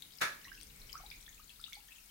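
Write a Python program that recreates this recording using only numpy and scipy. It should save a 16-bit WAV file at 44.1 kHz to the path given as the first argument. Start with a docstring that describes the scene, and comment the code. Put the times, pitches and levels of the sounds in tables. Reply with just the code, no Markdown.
"""An ultrasonic mist maker hisses in a plastic tub of water, close to a stereo microphone in a small room.
Droplets from its fountains fall back, mostly on the left, and ring as tiny rising bubbles
over a fine patter of spray. The tub takes one hollow knock that sets its walls ringing,
and a soft low rumble follows."""
import sys
import numpy as np
from scipy import signal
from scipy.fft import rfft, irfft
from scipy.io import wavfile

SR = 44100
rng = np.random.default_rng(int(sys.argv[2]) if len(sys.argv) > 2 else 0)


def store_wav(level_fs):
    """Save 16-bit WAV to argv[1]."""
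    pcm = np.round(np.clip(np.atleast_2d(level_fs), -1, 1) * 32767)
    wavfile.write(sys.argv[1], SR, pcm.T.astype(np.int16))


N = 92610
T = np.arange(N) / SR
FFT_HZ = np.arange(N // 2 + 1) * SR / N

# Pan is left minus right at the microphone. Spectra give only the shape, as level per hertz.
HISS_SPECTRUM = [(120, -11), (200, -4.5), (490, -21), (557, -18), (929, -9), (1160, -15.5), (1270, -9.5),
                 (2040, -10), (2680, -13.5), (3050, -10), (4080, -6.5), (6690, -9.5), (15800, -6)]   # the mister: f/Hz, level/dB
HISS_BALANCE = [(300, 1), (1000, 1.5), (2200, -5), (4000, 12), (6500, 8.5), (8500, 12.5), (11000, 13),
                (13500, 9), (15500, 10)]   # where its hiss sits: f/Hz, pan/dB
WASH_SPECTRUM = [(1200, -13.5), (1800, -13.5), (2250, -2.5), (2900, -16), (4500, -18), (8000, -20.5),
                 (15000, -17.5)]   # stirred water: f/Hz, level/dB
WASH_SWELL = [(0, -70), (.4, -60.5), (.6, -70), (.8, -61), (1.0, -61), (1.2, -64), (1.5, -76), (2.1, -69.5)]   # its rise and fall: t/s, level/dB
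DROP_BUBBLES = [(0.0229, 3700, -38, 13), (.175, 12200, -43.5, 21), (0.186, 4980, -42.5, 19),
                (0.445, 3940, -46, 1), (.451, 1870, -46, -2), (.460, 5700, -52, 0), (0.473, 1060, -55, 0),
                (0.481, 2720, -50, 2), (.517, 1578, -42.5, -12), (.529, 5100, -48, 19),
                (.551, 5200, -47, 4), (.602, 4440, -48, 23), (.632, 8570, -38.5, 10),
                (.761, 7950, -46.5, 15), (.801, 5500, -50, 22), (0.896, 3060, -47, 16),
                (.899, 4770, -51, -9), (.929, 4950, -35.5, 22), (0.941, 1085, -49, 7),
                (.953, 1256, -40, -3), (0.978, 5770, -43, 15), (0.998, 1150, -52, 6),
                (1.002, 726, -56.5, 4), (1.037, 787, -50.5, 8), (1.063, 3770, -43, 25),
                (1.102, 4780, -41, 16), (1.113, 3500, -44, 17), (1.115, 2300, -41.5, -14),
                (1.210, 8040, -44.5, 20), (1.264, 3380, -46, 21), (1.279, 1773, -49, -20),
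                (1.292, 6500, -43.5, 22), (1.378, 2470, -54, -17), (1.396, 1206, -54.5, -5),
                (1.443, 6800, -49, 18), (1.494, 3250, -47, 17), (1.503, 2630, -49.5, 18),
                (1.596, 1306, -55.5, 0), (1.614, 8250, -43, 22), (1.6405, 3570, -32.5, 31),
                (1.68, 1290, -56.5, -1), (1.699, 10100, -46, 14), (1.725, 2175, -44.5, -10),
                (1.7318, 3430, -39, 9), (1.744, 8450, -44, 15), (1.753, 4360, -42.5, 10),
                (1.768, 794, -54.5, 5), (1.883, 3120, -52.5, 18), (1.887, 1770, -55.5, -1),
                (1.92, 2560, -46.5, 21), (1.983, 2660, -51, 14)]   # bubbles under falling droplets: t/s, f/Hz, peak level/dB, pan/dB
DROP_TICKS = [(0.0222, -34, 5), (0.6124, -31.5, 7), (.7615, -44, 14), (.929, -30.5, 13),
              (1.1127, -33.5, 18), (1.495, -44, 10), (1.7314, -33, 14)]   # drops hitting the surface: t/s, peak level/dB, pan/dB
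KNOCK_CONTACTS = [(0.2073, -16.5), (0.2127, -1.5), (0.2147, -3.5), (0.2205, -1), (0.22, -3.5)]   # contacts within the knock: t/s, relative level/dB
WALL_SPECTRUM = [(53, -55), (90, -25.5), (494, -14), (574, -10), (776, -16), (1650, -3), (2050, -7.5),
                 (2280, -4.5), (3150, -18.5), (3510, -10), (4740, -18), (6690, -18.5), (7610, -26),
                 (11000, -21.5), (15500, -33)]   # the tub's dense wall modes: f/Hz, level/dB
WALL_BALANCE = [(60, -4), (130, 4), (290, 2.5), (640, -2.5), (1410, -2), (3100, 0), (6820, 0.5), (15000, 7)]   # where they sit: f/Hz, pan/dB
WALL_DECAY = [(150, 0.4), (500, 0.25), (1000, 0.39), (1700, .3), (3500, 0.25), (7000, 0.34), (14000, 0.23)]   # how long they ring: f/Hz, T60/s
TUB_MODES = [(584, -52.5, 0.19, -14), (958, -53, .25, -6), (1245, -49, 0.32, -3), (1325, -39.5, 0.26, 5),
             (1380, -44, 0.25, -6), (1462, -50, 0.26, 1), (1634, -43, .36, -5), (1697, -40, 0.39, -10),
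             (1940, -43, 0.22, -12.5), (2275, -42, .26, -13), (2602, -54, 0.34, 4)]   # distinct tub tones: f/Hz, level for a 0 dB contact/dB, T60/s, pan/dB
RUMBLE_SPECTRUM = [(12, -24), (20, 4), (41, 9), (92, -14), (125, -11), (252, -18.5), (307, -15.5),
                   (349, -26.5), (445, -17), (600, -31), (780, -41), (1320, -120)]   # low rumble: f/Hz, level/dB
RUMBLE_SWELL = [(0.0, -77.5, -72), (0.78, -58.5, -66.5), (2.1, -73.5, -81)]   # its rise and fall: t/s, deep level/dB, upper level/dB
STEREO_LIKENESS = [(30, 1), (100, 0.96), (200, 0.92), (400, 0.067), (700, -0.17), (1500, -0.065),
                   (15000, 0.016)]   # noise across the microphone's two sides: f/Hz, correlation
ROOM_GAIN = [(500, -6), (1200, -3.5), (2200, 3), (4000, -3), (7000, 0.5), (14000, -19.5)]   # reflections of the drops and spray: f/Hz, gain/dB
ROOM_BALANCE = [(700, 5), (1500, -5), (2300, -5), (4000, 4.5), (10000, 9)]   # where they sit: f/Hz, pan/dB

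HISS_DB = -58
BUBBLE_ATTACK_CYCLES, BUBBLE_LIFE_CYCLES = 0.61, 9.9
BUBBLE_RISE = 0.045   # share of the pitch gained after one life
SPRAY_PER_S, SPRAY_MIN_DB, SPRAY_SPREAD_DB, SPRAY_MAX_PAN_DB = 75, -57.5, 3.5, 59
SPRAY_LOW_HZ, SPRAY_HIGH_HZ = 2612, 10850
TICK_DECAY_S, TICK_LOW_HZ = 0.00032, 2600
WALL_DB, WALL_TAIL_GAIN_DB, WALL_TAIL_T60_S = -32.5, -19.5, 0.39
CRACK_GAIN_DB, CRACK_DECAY_S = -29, 0.0014
RUMBLE_SPLIT_HZ, CUTOFF_HZ = 90, 15900
ROOM_T60_S, ROOM_DELAY_S = 0.28, 0.0023


def from_db(db):
    """Decibels to gain."""
    return 10 ** (np.asarray(db) / 20)


def unit_rms(x):
    """Scale to an rms of 1."""
    return x / np.sqrt(np.mean(x ** 2) + 1e-20)


def in_time(rows):
    """Each column of a curve at every sample."""
    times, *columns = np.transpose(rows)
    return [np.interp(T, times, column) for column in columns]


def at_hz(rows, hz):
    """Read a table on a log-frequency axis."""
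    row_hz, values = np.transpose(rows)
    return np.interp(np.log(hz + 1e-9), np.log(row_hz), values)


def pan(db):
    """Left and right gains of constant power."""
    gains = from_db(np.array([[.5], [-.5]]) * db)
    return gains / np.sqrt(np.mean(gains ** 2, axis=0))


def add(out, start_s, sound):
    """Mix a sound in at a time."""
    i = int(np.clip(start_s * SR, 0, N - 1))
    out[..., i:i + sound.shape[-1]] += sound[..., :N - i]


def butter(x, hz, kind, order=2):
    """Butterworth filter."""
    return signal.sosfilt(signal.butter(order, hz, kind, fs=SR, output="sos"), x)


def noise(spectrum, balance=((1, 0),)):
    """Coloured stereo noise of rms 1, its bass alike on both sides of the microphone."""
    mid, side = rfft(rng.standard_normal((2, N)))
    alike = at_hz(STEREO_LIKENESS, FFT_HZ)
    stereo = np.sqrt(1 + alike) * mid + np.sqrt(1 - alike) * side * [[1], [-1]]
    colour = from_db(at_hz(spectrum, FFT_HZ)) * pan(at_hz(balance, FFT_HZ))
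    return unit_rms(irfft(stereo * colour, N))


def mister_hiss():
    """The mister hisses steadily close by, its treble to the left."""
    return from_db(HISS_DB) * noise(HISS_SPECTRUM, HISS_BALANCE)


def water_wash():
    """Stirred water washes faintly in the tub."""
    level_db, = in_time(WASH_SWELL)
    return from_db(level_db) * noise(WASH_SPECTRUM)


def bubble(hz):
    """A trapped bubble rings briefly, its pitch rising ever faster as it nears the surface."""
    cycles = np.arange(int(3 * BUBBLE_LIFE_CYCLES * SR / hz)) * hz / SR
    age = cycles / BUBBLE_LIFE_CYCLES
    envelope = (1 - np.exp(-cycles / BUBBLE_ATTACK_CYCLES)) * np.exp(-age)
    rising_hz = hz * (1 + BUBBLE_RISE * age ** 2)
    return envelope / envelope.max() * np.sin(2 * np.pi * np.cumsum(rising_hz) / SR)


def spray():
    """Fine spray lands at random, left of the microphone, and makes tiny high bubbles."""
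    out = np.zeros((2, N))
    draws = rng.random(size=(500, 4))
    landings_s = np.cumsum(-np.log(draws[:, 0])) / SPRAY_PER_S
    for start_s, (pitch, size, place) in zip(landings_s, draws[:, 1:]):
        if start_s < T[-1]:
            db = SPRAY_MIN_DB + SPRAY_SPREAD_DB * min(-np.log(size), 3)
            hz = SPRAY_LOW_HZ * (SPRAY_HIGH_HZ / SPRAY_LOW_HZ) ** pitch
            add(out, start_s, from_db(db) * pan(place * SPRAY_MAX_PAN_DB) * bubble(hz))
    return out


def drops():
    """Larger droplets fall back and trap bubbles; a few tick sharply on the surface."""
    out = np.zeros((2, N))
    for start_s, hz, db, pan_db in DROP_BUBBLES:
        add(out, start_s, from_db(db) * pan(pan_db) * bubble(hz))
    t = T[:SR // 100]
    for start_s, db, pan_db in DROP_TICKS:
        burst = rng.standard_normal(len(t)) * np.exp(-t / TICK_DECAY_S)
        tick = butter(burst, TICK_LOW_HZ, "high")
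        add(out, start_s, from_db(db) * pan(pan_db) * tick / np.abs(tick).max())
    return out


def ring_down(t60):
    """Envelope of the tub's ringing: each contact adds energy, which then dies away."""
    energy = np.zeros(N)
    for start_s, db in KNOCK_CONTACTS:
        fall_db = 60 * np.clip(T - start_s, 0, 2 * t60) / t60
        energy += (T >= start_s) * from_db(db - fall_db) ** 2
    return np.sqrt(energy)


def tub_knock():
    """A quick run of contacts: each cracks and feeds the dense wall modes; a few tones ring out."""
    out = np.zeros((2, N))
    walls = rfft(noise(WALL_SPECTRUM, WALL_BALANCE))
    tail = from_db(WALL_TAIL_GAIN_DB) * ring_down(WALL_TAIL_T60_S)
    octaves_hz = 60 * 2. ** np.arange(10)
    for low, high in zip(octaves_hz, octaves_hz[1:]):
        band = irfft(walls * ((FFT_HZ >= low) & (FFT_HZ < high)), N)
        t60 = at_hz(WALL_DECAY, np.sqrt(low * high))
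        out += from_db(WALL_DB) * band * (ring_down(t60) + tail)
    for hz, db, t60, pan_db in TUB_MODES:
        tone = np.sin(2 * np.pi * (hz * T + rng.random((2, 1))))
        out += from_db(db) * pan(pan_db) * ring_down(t60) * tone
    crack_decay = np.exp(-np.minimum(T / CRACK_DECAY_S, 20))
    for start_s, db in KNOCK_CONTACTS:
        crack = butter(rng.standard_normal((2, N)), hz=9000, kind="low", order=1) * crack_decay
        add(out, start_s, from_db(CRACK_GAIN_DB + db) * pan(db=13) * crack)
    return out


def rumble():
    """A soft low rumble swells to its peak after the knock and fades."""
    bass = noise(RUMBLE_SPECTRUM)
    deep = unit_rms(butter(bass, RUMBLE_SPLIT_HZ, "low", order=4))
    upper = unit_rms(butter(bass, RUMBLE_SPLIT_HZ, "high", order=4))
    deep_db, upper_db = in_time(RUMBLE_SWELL)
    return from_db(deep_db) * deep + from_db(upper_db) * upper


def room(x):
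    """Diffuse reflections from the tub and the near walls, different on each side of the microphone."""
    t = T[:SR // 2]
    tail = rng.standard_normal((2, len(t))) * from_db(-60 * t / ROOM_T60_S) * (t > ROOM_DELAY_S)
    tail /= np.sqrt(np.sum(tail ** 2, axis=1, keepdims=True))
    hz = np.arange(N + 1) * SR / (2 * N)
    colour = from_db(at_hz(ROOM_GAIN, hz)) * pan(at_hz(ROOM_BALANCE, hz))
    return irfft(rfft(x.mean(axis=0), 2 * N) * rfft(tail, 2 * N) * colour)[:, :N]


def scene():
    """Everything as heard beside the tub; only the drops and spray feed the room's reflections."""
    patter = drops() + spray()
    return patter + room(patter) + tub_knock() + mister_hiss() + water_wash() + rumble()


def record(dry):
    """The microphone chain cuts the top treble steeply."""
    lowpass = signal.ellip(N=12, rp=.1, rs=80, Wn=CUTOFF_HZ, fs=SR, output="sos")
    return signal.sosfilt(lowpass, dry)


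dry = scene()
out = record(dry)
store_wav(out)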